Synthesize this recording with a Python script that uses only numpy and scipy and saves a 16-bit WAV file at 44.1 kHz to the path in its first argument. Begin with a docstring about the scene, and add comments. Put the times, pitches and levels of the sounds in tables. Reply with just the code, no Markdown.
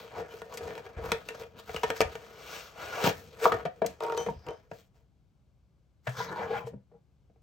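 """Hands work a small cardboard box open, close by in a small room: stick-slip friction makes fingers and
flaps scrape, and noise bursts with a decaying sine make tabs snap. A ceramic bowl slides out, its taps
and pings summed from damped modes. Then the box is put down and pushed aside, with friction noise
in shifting resonances, and soft thumps ring the counter. Reflections and a faint low rumble add the room."""
import sys
import numpy as np
from scipy import signal
from scipy.fft import rfft, irfft
from scipy.io import wavfile

SR = 44100
rng = np.random.default_rng(int(sys.argv[2]) if len(sys.argv) > 2 else 0)


def put_to_file(sound):
    """Save the sound as 16-bit audio at rate SR, in the file named by the first command-line argument."""
    columns = np.atleast_2d(sound).T  # one column per channel
    safe = np.clip(columns, -1, 1)
    whole_steps = np.round(safe * 32767)
    wavfile.write(sys.argv[1], SR, whole_steps.astype(np.int16))


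N = 327222
TIME = np.arange(N) / SR

# half-octave filter bank
EDGES = 36 * 2 ** (np.arange(19) / 2)
CENTRES = np.sqrt(EDGES[1:] * EDGES[:-1])
BANK = [signal.butter(2, pair, "band", fs=SR, output="sos") for pair in zip(EDGES, EDGES[1:])]

# centres of the zones of rumble, body and hiss (thump, body and crack in a knock): centre_hz
ZONE_CENTRES = [172, 735, 6140]


def from_db(db):
    """Decibel law: a level becomes an amplitude gain."""
    return 10 ** (np.asarray(db) / 20)


def rms_one(x):
    """Root mean square: scale a signal to effective value 1."""
    return x / np.sqrt(np.mean(x ** 2) + 1e-20)


def at_hz(points, hz):
    """Logarithmic pitch: interpolate a spectrum along log frequency."""
    points = np.array(points)
    return np.interp(np.log(hz), np.log(points[:, 0]), points[:, 1])


def zone_level(levels, hz):
    """Spectral interpolation: blend the low, middle and high level at one frequency."""
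    shares = [np.interp(np.log(hz), np.log(ZONE_CENTRES), share) for share in np.eye(3)]
    return sum(level * share for level, share in zip(levels, shares))


def drift(rate):
    """Band-limited random wander: straight lines join rate random knots per second; spread 1."""
    knots = rng.standard_normal(N // 16)
    return rms_one(np.interp(TIME * rate, np.arange(len(knots)), knots))


def room_tone(apart_db):
    """Partly coherent noise: a faint low rumble, mostly alike on both sides."""
    # floor spectrum: centre_hz, level_db (per half octave)
    floor_spectrum = [(40, -84), (60, -68), (90, -74), (135, -68), (200, -80), (400, -83), (800, -88),
                      (1600, -92), (4000, -93), (8000, -95), (15000, -102)]
    shared = rng.standard_normal((2, 1, N))
    white = shared + from_db(apart_db) * rng.standard_normal((2, 2, N))
    out = np.zeros((2, N))
    for k, (hz, band) in enumerate(zip(CENTRES, BANK)):
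        # neighbouring bands take separate noises
        out += from_db(at_hz(floor_spectrum, hz)) * rms_one(signal.sosfilt(band, white[k % 2]))
    return out


def room(x, early_db, early_t60_s, low_hz, alike_hz):
    """Reverberation by convolution: early reflections off counter and hands, then a dull tail."""
    tail_t60_s, tail_db, wall_cut_hz = 0.2, -11.5, 4200
    t = TIME[:SR // 2]
    dull = signal.butter(1, [low_hz, wall_cut_hz], "band", fs=SR, output="sos")
    highs = signal.butter(2, alike_hz, "high", fs=SR, output="sos")
    # both sides share the lows and hear their own highs
    alike = rng.standard_normal((2, 1, len(t)))
    apart = signal.sosfilt(highs, rng.standard_normal((2, 1, len(t))))
    echoes = signal.sosfilt(dull, alike + apart * [[1], [-1]])
    echoes *= t > .002
    early = from_db(early_db) * rms_one(echoes[0] * from_db(-60 * t / early_t60_s))
    tail = from_db(tail_db) * rms_one(echoes[1] * from_db(-60 * t / tail_t60_s))
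    return signal.fftconvolve(x[None], (early + tail) / np.sqrt(len(t)), axes=1)[:, :N]


def resonance(x, hz, width_hz):
    """Damped oscillator: a two-pole filter with gain 1 on top."""
    r = np.exp(-np.pi * width_hz / SR)
    feed = np.array([1, 0, -1]) * (1 - r * r) / 2
    return signal.lfilter(feed, [1, -2 * r * np.cos(2 * np.pi * hz / SR), r * r], x + 1e-18)


def moving_resonance(x, hz, width_hz):
    """Heterodyne filtering: shift a gliding centre to zero, smooth, and shift back."""
    r = np.exp(-np.pi * width_hz / SR)
    turn = np.exp(2j * np.pi * np.cumsum(hz) / SR)
    return 2 * np.real(turn * signal.lfilter([1 - r], [1, -r], x / turn))


def through_box(x, modes):
    """Modal resonance: the direct sound plus the ringing of panels and cavity."""
    return x + sum(from_db(db) * resonance(x, hz, width_hz) for hz, width_hz, db in modes)


def damped_mode(t, hz, db, t60_s, top_hz):
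    """Exponential decay: one sine fading 60 dB in t60_s, weaker above the brightness of the touch."""
    ring = from_db(db - 60 * t / t60_s) * np.sin(2 * np.pi * hz * t)
    return ring / np.hypot(1, (hz / top_hz) ** 2)


def struck(touches, modes, rise_s):
    """Modal synthesis: every touch sets all damped modes ringing."""
    out = np.zeros(N)
    for start_s, db, top_hz in touches:
        start = round(start_s * SR)
        t = TIME[:min(SR, N - start)]
        rings = sum(damped_mode(t, hz, db + mode_db, t60_s, top_hz) for hz, mode_db, t60_s in modes)
        out[start:start + len(t)] += rings * (1 - np.exp(-t / rise_s))
    return out


def stroke_levels(strokes):
    """Pressure envelope: each stroke swells, eases and loses contact; power of rumble, body and hiss."""
    swing_db = 16.5  # crest above the ends of a stroke
    lift_db_per_s = 452.5  # extra fade beyond the ends
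    power = np.zeros((3, N))
    for crest_s, rise_s, fall_s, *levels_db in strokes:
        near = slice(max(0, int((crest_s - .5) * SR)), int((crest_s + .5) * SR))
        t = TIME[near] - crest_s
        pressure_db = -swing_db * np.maximum(-t / rise_s, t / fall_s)
        lift_db = -lift_db_per_s * np.maximum(0, np.maximum(-t - rise_s, t - fall_s))
        power[:, near] += np.outer(from_db(levels_db), from_db(pressure_db + lift_db)) ** 2
    return power


def friction(power, slips_per_s, grain_db, smooth_db, judder_db, judder_rate, patchy_db):
    """Stick-slip friction: fibres slip in uneven clicks on a smooth hiss, in clumps as the hand judders."""
    # colour of rubbing: centre_hz, level_db (per half octave)
    rub_colour = [(45, -19.5), (85, -5.5), (170, -6.5), (240, -11), (340, -9.5), (480, -4.5), (800, -15.5),
                  (1250, -6), (1900, -8), (2800, -6.5), (5500, -3), (9000, -6), (13500, -10.5),
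                  (16000, -3.5)]
    levels = 10 * np.log10(power + 1e-12)
    sizes = from_db(grain_db * np.minimum(rng.exponential(1, N), 4))
    slips = rms_one(sizes * (rng.random(N) < slips_per_s / SR))
    judder = from_db(judder_db * drift(judder_rate))
    forces = []
    for _ in range(2):
        clicks = slips * rng.choice([-1, 1], N)
        hiss = from_db(smooth_db) * rng.standard_normal(N)
        forces.append(judder * (clicks + hiss))
    out = np.zeros(N)
    for k, (hz, band) in enumerate(zip(CENTRES, BANK)):
        level_db = zone_level(levels, hz) + at_hz(rub_colour, hz) + patchy_db * drift(25)
        out += rms_one(signal.sosfilt(band, forces[k % 2])) * from_db(level_db)
    return out


def counter_thumps():
    """Impact excitation: weight landing on the counter rings its low modes."""
    # landings: start_s, level_db, brightness_hz
    landings = [(6.076, -21.5, 203), (6.175, -30.5, 400), (6.64, -31, 251), (6.733, -32.5, 401)]
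    # counter modes: pitch_hz, level_db, t60_s
    counter_modes = [(125.6, -0.5, 0.17), (208, -6.5, 0.05)]
    return struck(landings, counter_modes, rise_s=0.0098)


def pushed_box():
    """Moving resonances: the sliding box's modes shift as its weight moves from edge to edge."""
    # pushes over the counter: crest_s, rise_s, fall_s, rumble_db, body_db, hiss_db
    pushes = [(6.095, 0.04, 0.11, -74, -44.5, -47.5), (6.19, 0.051, 0.11, -55, -31, -39),
              (6.32, 0.17, 0.14, -43, -52, -57.5), (6.425, 0.22, 0.052, -56, -24, -57.5),
              (6.53, 0.18, 0.12, -41.5, -25, -52), (6.585, 0.069, 0.031, -46, -37, -53.5),
              (6.675, 0.02, 0.026, -51, -57, -49.5), (6.75, 0.057, 0.061, -41.5, -61.5, -87),
              (6.95, 0.046, 0.03, -58.5, -50.5, -110)]
    # modes of the box lying on the counter: pitch_hz, width_hz, level_db
    lying_modes = [(182.3, 40, 9.5), (475, 33, 7.5), (613, 24, 2), (847, 31, 13.5), (996, 40, 9),
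                   (1340, 20, 2), (1774, 130, 3), (2384, 98, -1.5), (3130, 170, -5.5)]
    slide = friction(stroke_levels(pushes), slips_per_s=1600, grain_db=2.2, smooth_db=-3,
                     judder_db=1.3, judder_rate=130, patchy_db=3)
    out = from_db(1) * slide
    for hz, width_hz, db in lying_modes:
        shifting_hz = hz * 2 ** (.06 * drift(18))  # spread in octaves, knots per second
        out += from_db(db) * moving_resonance(slide, shifting_hz, width_hz)
    return out


def bowl_taps(spread_db, rise_s, tick_octaves):
    """Contact noise and modes: the bowl chatters along the wall; each tap ticks and rings the card."""
    # taps of glaze on card: start_s, ring_db, brightness_hz, tick_db
    tap_rows = [(4.005, -30.5, 2200, -40), (4.025, -30, 1800, -47.5), (4.036, -33, 1800, -36.5),
                (4.048, -31, 1800, -42), (4.065, -35, 1800, -46), (4.083, -31, 1980, -46),
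                (4.098, -29.5, 2200, -45), (4.122, -29, 4000, -36.5), (4.147, -33, 2200, -45),
                (4.169, -36, 2200, -37.5), (4.175, -29.5, 3000, -29.5), (4.192, -30, 900, -72),
                (4.209, -30, 900, -64.5), (4.224, -42, 700, -74), (4.466, -41, 2900, -46),
                (4.486, -33, 687, -41), (4.507, -31, 720, -50), (4.534, -60, 1860, -57)]
    # modes of the box wall: pitch_hz, level_db, t60_s
    wall_modes = [(350, -8, .05), (452, 0, .075), (614, -5, .06), (750, -7, .05), (926, -2, .08),
                  (1130, -10, .04), (1250, -8, .045), (1390, -7, .045), (1830, -14, .03), (2500, -8, .022)]
    # bands of the tick: centre_hz, width_hz, level_db
    tick_bands = [(2000, 600, 10), (3300, 800, 8.5), (6800, 800, -1)]
    tick_life_s = .002
    t, out = TIME[:SR // 5], np.zeros(N)
    for start_s, db, top_hz, tick_db in tap_rows:
        rings = np.zeros(len(t))
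        for k, (hz, mode_db, t60_s) in enumerate(wall_modes):
            # each mode takes its own strength; signs alternate
            ring_db = db + mode_db + spread_db * rng.standard_normal()
            rings += (-1) ** k * damped_mode(t, hz, ring_db, t60_s, top_hz)
        contact = rng.standard_normal(len(t)) * np.exp(-t / tick_life_s)
        tick = np.zeros(len(t))
        for hz, width_hz, band_db in tick_bands:
            # the colour varies with where the tap lands
            landed_hz = hz * 2 ** (tick_octaves * rng.standard_normal())
            tick += from_db(band_db) * resonance(contact, landed_hz, width_hz)
        start = round(start_s * SR)
        out[start:start + len(t)] += rings * (1 - np.exp(-t / rise_s)) + from_db(tick_db) * tick
    return out


def bowl_pings():
    """Free vibration: touches on the rim ring the bowl's modes, a softer touch being duller."""
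    # rim touches: start_s, level_db, brightness_hz
    rim_touches = [(4.123, -56, 4000), (4.177, -35, 12000), (4.486, -47, 3000)]
    # bowl modes: pitch_hz, level_db, t60_s
    bowl_modes = [(3074, -8, .3), (3130, -24, .2), (3704, -26, .4), (4312, -35, .5), (5981, -22, .6),
                  (6051, -3, .21), (7962, -29, .45)]
    return struck(rim_touches, bowl_modes, rise_s=0.00034)


def squeaks():
    """Friction-driven resonance: card or glaze dragged under pressure sings in a rough, gliding band."""
    # squeaks: start_s, length_s, level_db, from_hz, to_hz, width_hz (of the narrower of two filters)
    squeak_rows = [(.135, 0.079, -48, 1000, 765, 200), (0.292, 0.041, -63, 2870, 3180, 200),
                   (1.02, 0.058, -48.5, 730, 960, 500), (0.587, 0.14, -50, 480, 426, 60),
                   (3.41, 0.076, -34.5, 436, 517, 50), (3.484, 0.05, -38, 1180, 1270, 90),
                   (3.519, 0.046, -42, 715, 736, 40), (4.272, 0.35, -74, 4870, 5170, 500),
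                   (6.065, 0.019, -39, 1806, 1660, 400), (6.173, 0.072, -49, 1470, 2100, 250),
                   (6.267, 0.05, -58, 3860, 4030, 302), (6.496, 0.051, -35.5, 427, 480, 35),
                   (6.53, 0.057, -39, 873, 730, 80), (6.33, 0.17, -57.5, 1490, 1120, 695),
                   (6.556, 0.051, -51, 2000, 2450, 345), (6.564, 0.034, -55.5, 3200, 3080, 100)]
    out = np.zeros(N)
    for start_s, length_s, db, from_hz, to_hz, width_hz in squeak_rows:
        size, start = int(length_s * SR), round(start_s * SR)
        hz = np.linspace(from_hz, to_hz, size)
        sung = moving_resonance(rng.standard_normal(size), hz, width_hz)
        sung = moving_resonance(sung, hz, 2 * width_hz)
        out[start:start + size] += from_db(db) * rms_one(sung * np.sqrt(np.hanning(size)))
    return out


def gliding_flap():
    """Broad resonance: the flap glides along the box in one even, fine rustle of dense slips."""
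    # glides: crest_s, rise_s, fall_s, rumble_db, body_db, hiss_db
    glides = [(2.41, 0.22, 0.18, -67, -52.5, -64.5), (2.55, 0.16, 0.17, -57, -43.5, -50),
              (2.82, 0.083, .3, -53, -40, -55), (3.02, 0.18, 0.076, -53.5, -32.5, -48.5)]
    # flap resonances: pitch_hz, width_hz, level_db
    flap_modes = [(680, 150, -4.5), (1250, 480, -3), (2600, 830, 1), (5673, 710, -8)]
    rustle = friction(stroke_levels(glides), slips_per_s=4000, grain_db=2, smooth_db=-2,
                      judder_db=.7, judder_rate=200, patchy_db=1.2)
    return through_box(rustle, flap_modes)


def grip_levels():
    """Steady rubbing: the grip creeps faintly, then fades as the box is lifted away; power per zone."""
    # creep in the three zones: rumble_db, body_db, hiss_db
    creep = [-63.5, -60.5, -78.5]
    end_s, fade_db_per_s = 4.57, 78
    fade = from_db(-fade_db_per_s * np.maximum(0, TIME - end_s))
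    return np.outer(from_db(creep), fade) ** 2


def scrapes():
    """Stick-slip friction: fingers and flaps stroke the held box over the creep of the grip."""
    # strokes: crest_s, rise_s, fall_s, rumble_db, body_db, hiss_db
    strokes = [(.01, 0.16, 0.14, -56, -44, -57.5), (.18, 0.068, 0.086, -43.5, -32, -58.5),
               (.33, 0.067, 0.22, -59, -46.5, -59), (.53, 0.043, 0.05, -63, -37, -58),
               (.67, 0.2, 0.28, -47, -38.5, -59.5), (.98, 0.023, 0.18, -45.5, -37, -66.5),
               (1.06, 0.041, 0.16, -43.5, -36, -52), (1.29, 0.098, 0.082, -52, -47, -57),
               (1.42, 0.12, 0.045, -48, -38.5, -55), (1.55, 0.019, 0.055, -52, -51, -85),
               (1.59, 0.014, 0.024, -55, -40.5, -49), (1.74, 0.081, 0.12, -55, -42, -52.5),
               (1.89, 0.32, 0.16, -54.5, -45.5, -56), (1.965, 0.019, 0.037, -57.5, -38.5, -43.5),
               (2.09, 0.15, 0.36, -54, -42, -59), (3.07, 0.053, 0.046, -42.5, -18.5, -31.5),
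               (3.18, 0.22, 0.21, -48, -54.5, -57), (3.34, 0.034, 0.079, -54, -49.5, -64),
               (3.445, 0.045, 0.058, -54.5, -22.5, -37.5), (3.54, 0.1, 0.11, -38.5, -33.5, -57),
               (3.9, .03, 0.073, -49.5, -55, -61), (4.03, 0.024, 0.11, -50, -33, -54),
               (4.21, 0.15, 0.1, -49, -44, -55), (4.295, 0.033, 0.079, -40, -51, -64.5),
               (4.49, 0.035, 0.059, -43.5, -32.5, -74), (4.745, 0.043, 0.12, -56.5, -61, -61),
               (4.965, 0.053, 0.09, -74.5, -67.5, -78)]
    return friction(stroke_levels(strokes) + grip_levels(), slips_per_s=900, grain_db=2.1, smooth_db=-1,
                    judder_db=1.7, judder_rate=130, patchy_db=1.9)


def knocks(rows, panel_db, bass_lag, rise_share):
    """Impact: a burst of crushed fibres, longer in the bass, plus the brief swing of the struck panel."""
    # colour of knocks: centre_hz, level_db (per half octave)
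    blow_colour = [(45, -33), (90, -20.5), (170, -5.5), (240, -7.5), (340, -15), (480, -1), (800, -15.5),
                   (1250, -7), (1900, -5.5), (2800, -8), (5500, -9.5), (9000, -9.5), (13500, -16),
                   (16000, -17.5)]
    size = SR // 8
    t, out = TIME[:size], np.zeros(N + size)
    # a burst holds the energy of 10 ms at its level
    fill = np.sqrt(SR / 100 / size)
    for start_s, thump_db, body_db, crack_db, pitch_hz, contact_ms, panel_t60_s in rows:
        white = rng.standard_normal((len(BANK), size))
        contact_s = contact_ms / 1000
        attack = 1 - np.exp(-t / (rise_share * contact_s))
        swing = np.sin(2 * np.pi * pitch_hz * t) * from_db(-60 * t / panel_t60_s) * attack
        blow = from_db(body_db + panel_db) * rms_one(swing)
        for hz, band, noise in zip(CENTRES, BANK, white):
            life_s = contact_s * (ZONE_CENTRES[1] / hz) ** bass_lag
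            crushed = noise * attack * np.exp(-t / life_s)
            burst = rms_one(signal.sosfilt(band, crushed + 1e-18))
            level_db = zone_level([thump_db, body_db, crack_db], hz) + at_hz(blow_colour, hz)
            blow = blow + burst * from_db(level_db)
        start = round(start_s * SR)
        out[start:start + size] += fill * blow
    return out[:N]


def box_jolts():
    """Low-frequency modes: the hands jolt the whole box and it sways."""
    # jolts: start_s, level_db, brightness_hz
    jolt_rows = [(.968, -29.5, 170), (1.02, -35, 70), (1.078, -32, 100), (1.135, -38, 130),
                 (1.7, -41.5, 200), (1.765, -40, 120), (1.865, -42, 120), (2.012, -36, 396.7),
                 (2.052, -29.5, 80), (4.362, -38.5, 200)]
    # swaying modes: pitch_hz, level_db, t60_s
    sway_modes = [(58.3, -5.5, .2), (78, 2, 0.13), (118, -6, 0.18)]
    return struck(jolt_rows, sway_modes, rise_s=0.0048)


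def handled_box():
    """Source and resonator: scrapes and knocks excite the box; while shut and stiff it rings on."""
    # snaps and knocks: start_s, thump_db, body_db, crack_db, pitch_hz (panel), contact_ms, t60_s (panel);
    # the three levels are relative, before colour and box
    knock_rows = [(0.339, -74, -43.5, -74, 413, 2.3, 0.081), (.418, -56, -42.5, -53, 1430, 1.1, 0.027),
                  (0.538, -85, -79, -41, 457, 13, .04), (.572, -71.5, -48.5, -37, 437, 7.6, 0.052),
                  (0.607, -58, -39.5, -77, 408, 6.2, 0.038), (.705, -80, -39.5, -63, 465, 2.7, 0.023),
                  (0.753, -74, -43.5, -53, 485, 1.1, 0.034), (.777, -66, -42.5, -52.5, 870, 7.3, 0.025),
                  (0.863, -76, -43.5, -60.5, 404, 4.9, .05), (1.1182, -37, -25.5, -29.5, 1160, 2.6, 0.008),
                  (1.287, -57, -40, -40.5, 2690, 3.2, 0.034), (1.303, -69, -44.5, -58, 448, 3.9, 0.12),
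                  (1.693, -57, -38.5, -54, 740, 3.2, 0.038), (1.745, -38, -38, -50, 615, 0.9, 0.027),
                  (1.762, -63, -34.5, -41, 2900, 6.7, 0.019), (1.833, -40, -25.5, -35.5, 963, 8.1, 0.039),
                  (1.902, -41, -25.5, -35.5, 540, 2.5, 0.04), (2.0055, -51, -17.5, -28.5, 560, 1.7, 0.03),
                  (2.0135, -34, -27, -29.5, 620, 4.3, 0.04), (2.154, -59, -37.5, -50, 635, 1.7, 0.013),
                  (3.039, -23, -33, -33, 426, 5.3, 0.1), (3.069, -20.5, -26.5, -59, 438, 8.7, 0.11),
                  (3.455, -49.5, -14, -46, 1174, 2.2, 0.038), (3.4625, -39, -20, -83.5, 660, 3, 0.02),
                  (3.52, -48.5, -22, -41.5, 1260, 3.6, 0.026), (3.595, -63.5, -43.5, -64.5, 712, 1.8, 0.04),
                  (3.652, -39, -30.5, -48.5, 476, 8.2, 0.032), (3.658, -37.5, -28, -71.5, 718, 0.69, 0.084),
                  (3.818, -33, -24.5, -57.5, 644, 6.1, 0.057), (3.843, -34, -32.5, -63, 702, 11, .07),
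                  (3.862, -54.5, -56.5, -31, 620, 4.6, 0.05), (4.262, -36, -34.5, -53, 450, 9.4, 0.074),
                  (4.286, -33.5, -31.5, -70, 916, 2.2, 0.05), (4.714, -42.5, -40.5, -62, 448, 3.6, 0.055),
                  (6.070, -92, -30, -47, 604, 11, 0.062), (6.202, -79, -28.5, -77, 990, 2, 0.098),
                  (6.567, -64, -44, -56, 2380, 6, .04), (6.67, -78.5, -38, -93, 464, 4.3, 0.053),
                  (6.732, -33.5, -52, -99, 198, 6.2, 0.038), (6.915, -63, -62, -104, 800, 5.6, 0.04),
                  (7.297, -58, -71, -102, 699, 5.3, .04), (7.359, -63.5, -72, -101, 775, 4.6, 0.035)]
    # modes of the box held in the hands: pitch_hz, width_hz, level_db
    held_modes = [(201, 9.3, -10.5), (462, 28, 0.5), (654, 29, -5), (710, 65, -2), (938.5, 26, 1),
                  (1273, 30, -1.5), (1824, 58, 1), (2494, 300, -4), (3170, 170, -7.5)]
    # modes of the shut box: pitch_hz, level_db, t60_s
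    shut_modes = [(447, -4.5, .16), (791, -24, .25), (915, -18, .19), (1222, -21, .22), (1690, -23, .18)]
    open_s, ring_top_hz = 2.1, 4000
    blows = knocks(knock_rows, panel_db=-5.0, bass_lag=0.027, rise_share=0.06)
    excitation = from_db(-2.5) * scrapes() + from_db(-1.2) * blows
    shut_touches = [(row[0], row[2], ring_top_hz) for row in knock_rows if row[0] < open_s]
    after_ring = struck(shut_touches, shut_modes, rise_s=0.0011)
    return through_box(excitation, held_modes) + after_ring + box_jolts()


def scene():
    """Superposition: box, bowl and counter add up, with their reflections and the room tone."""
    floor = room_tone(apart_db=-4)
    bowl = bowl_taps(spread_db=3.5, rise_s=0.0017, tick_octaves=0.25) + bowl_pings()
    counter = counter_thumps() + from_db(-11) * pushed_box()
    near = handled_box() + gliding_flap() + squeaks() + bowl + counter
    heard = near + room(near, early_db=-14, early_t60_s=0.043, low_hz=290, alike_hz=330)
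    return heard + floor


def record(dry):
    """Interaural-style cues: two microphone ports differ in level and phase; deep bass and top are cut."""
    # lead of the left port over the right: frequency_hz, level_db
    port_balance = [(100, 2.2), (400, 2.3), (700, 5), (1500, 0.5), (5500, 6), (10000, -1.1)]
    # phase by which the right port trails the left: frequency_hz, lag_rad
    port_lag = [(50, 0), (780, .25), (1350, 0), (1810, 2.1), (2070, 6.1), (3270, 6.9), (5860, 6.6),
                (8270, 4.8), (9300, 3.4), (10700, 3.0), (11600, 1.9), (13000, 0)]
    hz = np.maximum(np.fft.rfftfreq(2 * N, 1 / SR), 1)
    lean = from_db(at_hz(port_balance, hz) / 2)  # half the lead on each side
    trail = np.exp(-1j * at_hz(port_lag, hz))
    ports = irfft(rfft(dry, 2 * N) * np.array([lean, trail / lean]))[:, :N]
    ports = signal.sosfilt(signal.butter(2, 38, "high", fs=SR, output="sos"), ports)
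    return signal.sosfilt(signal.ellip(10, .2, 80, 16200, fs=SR, output="sos"), ports)


dry = scene()
out = record(dry)
put_to_file(out)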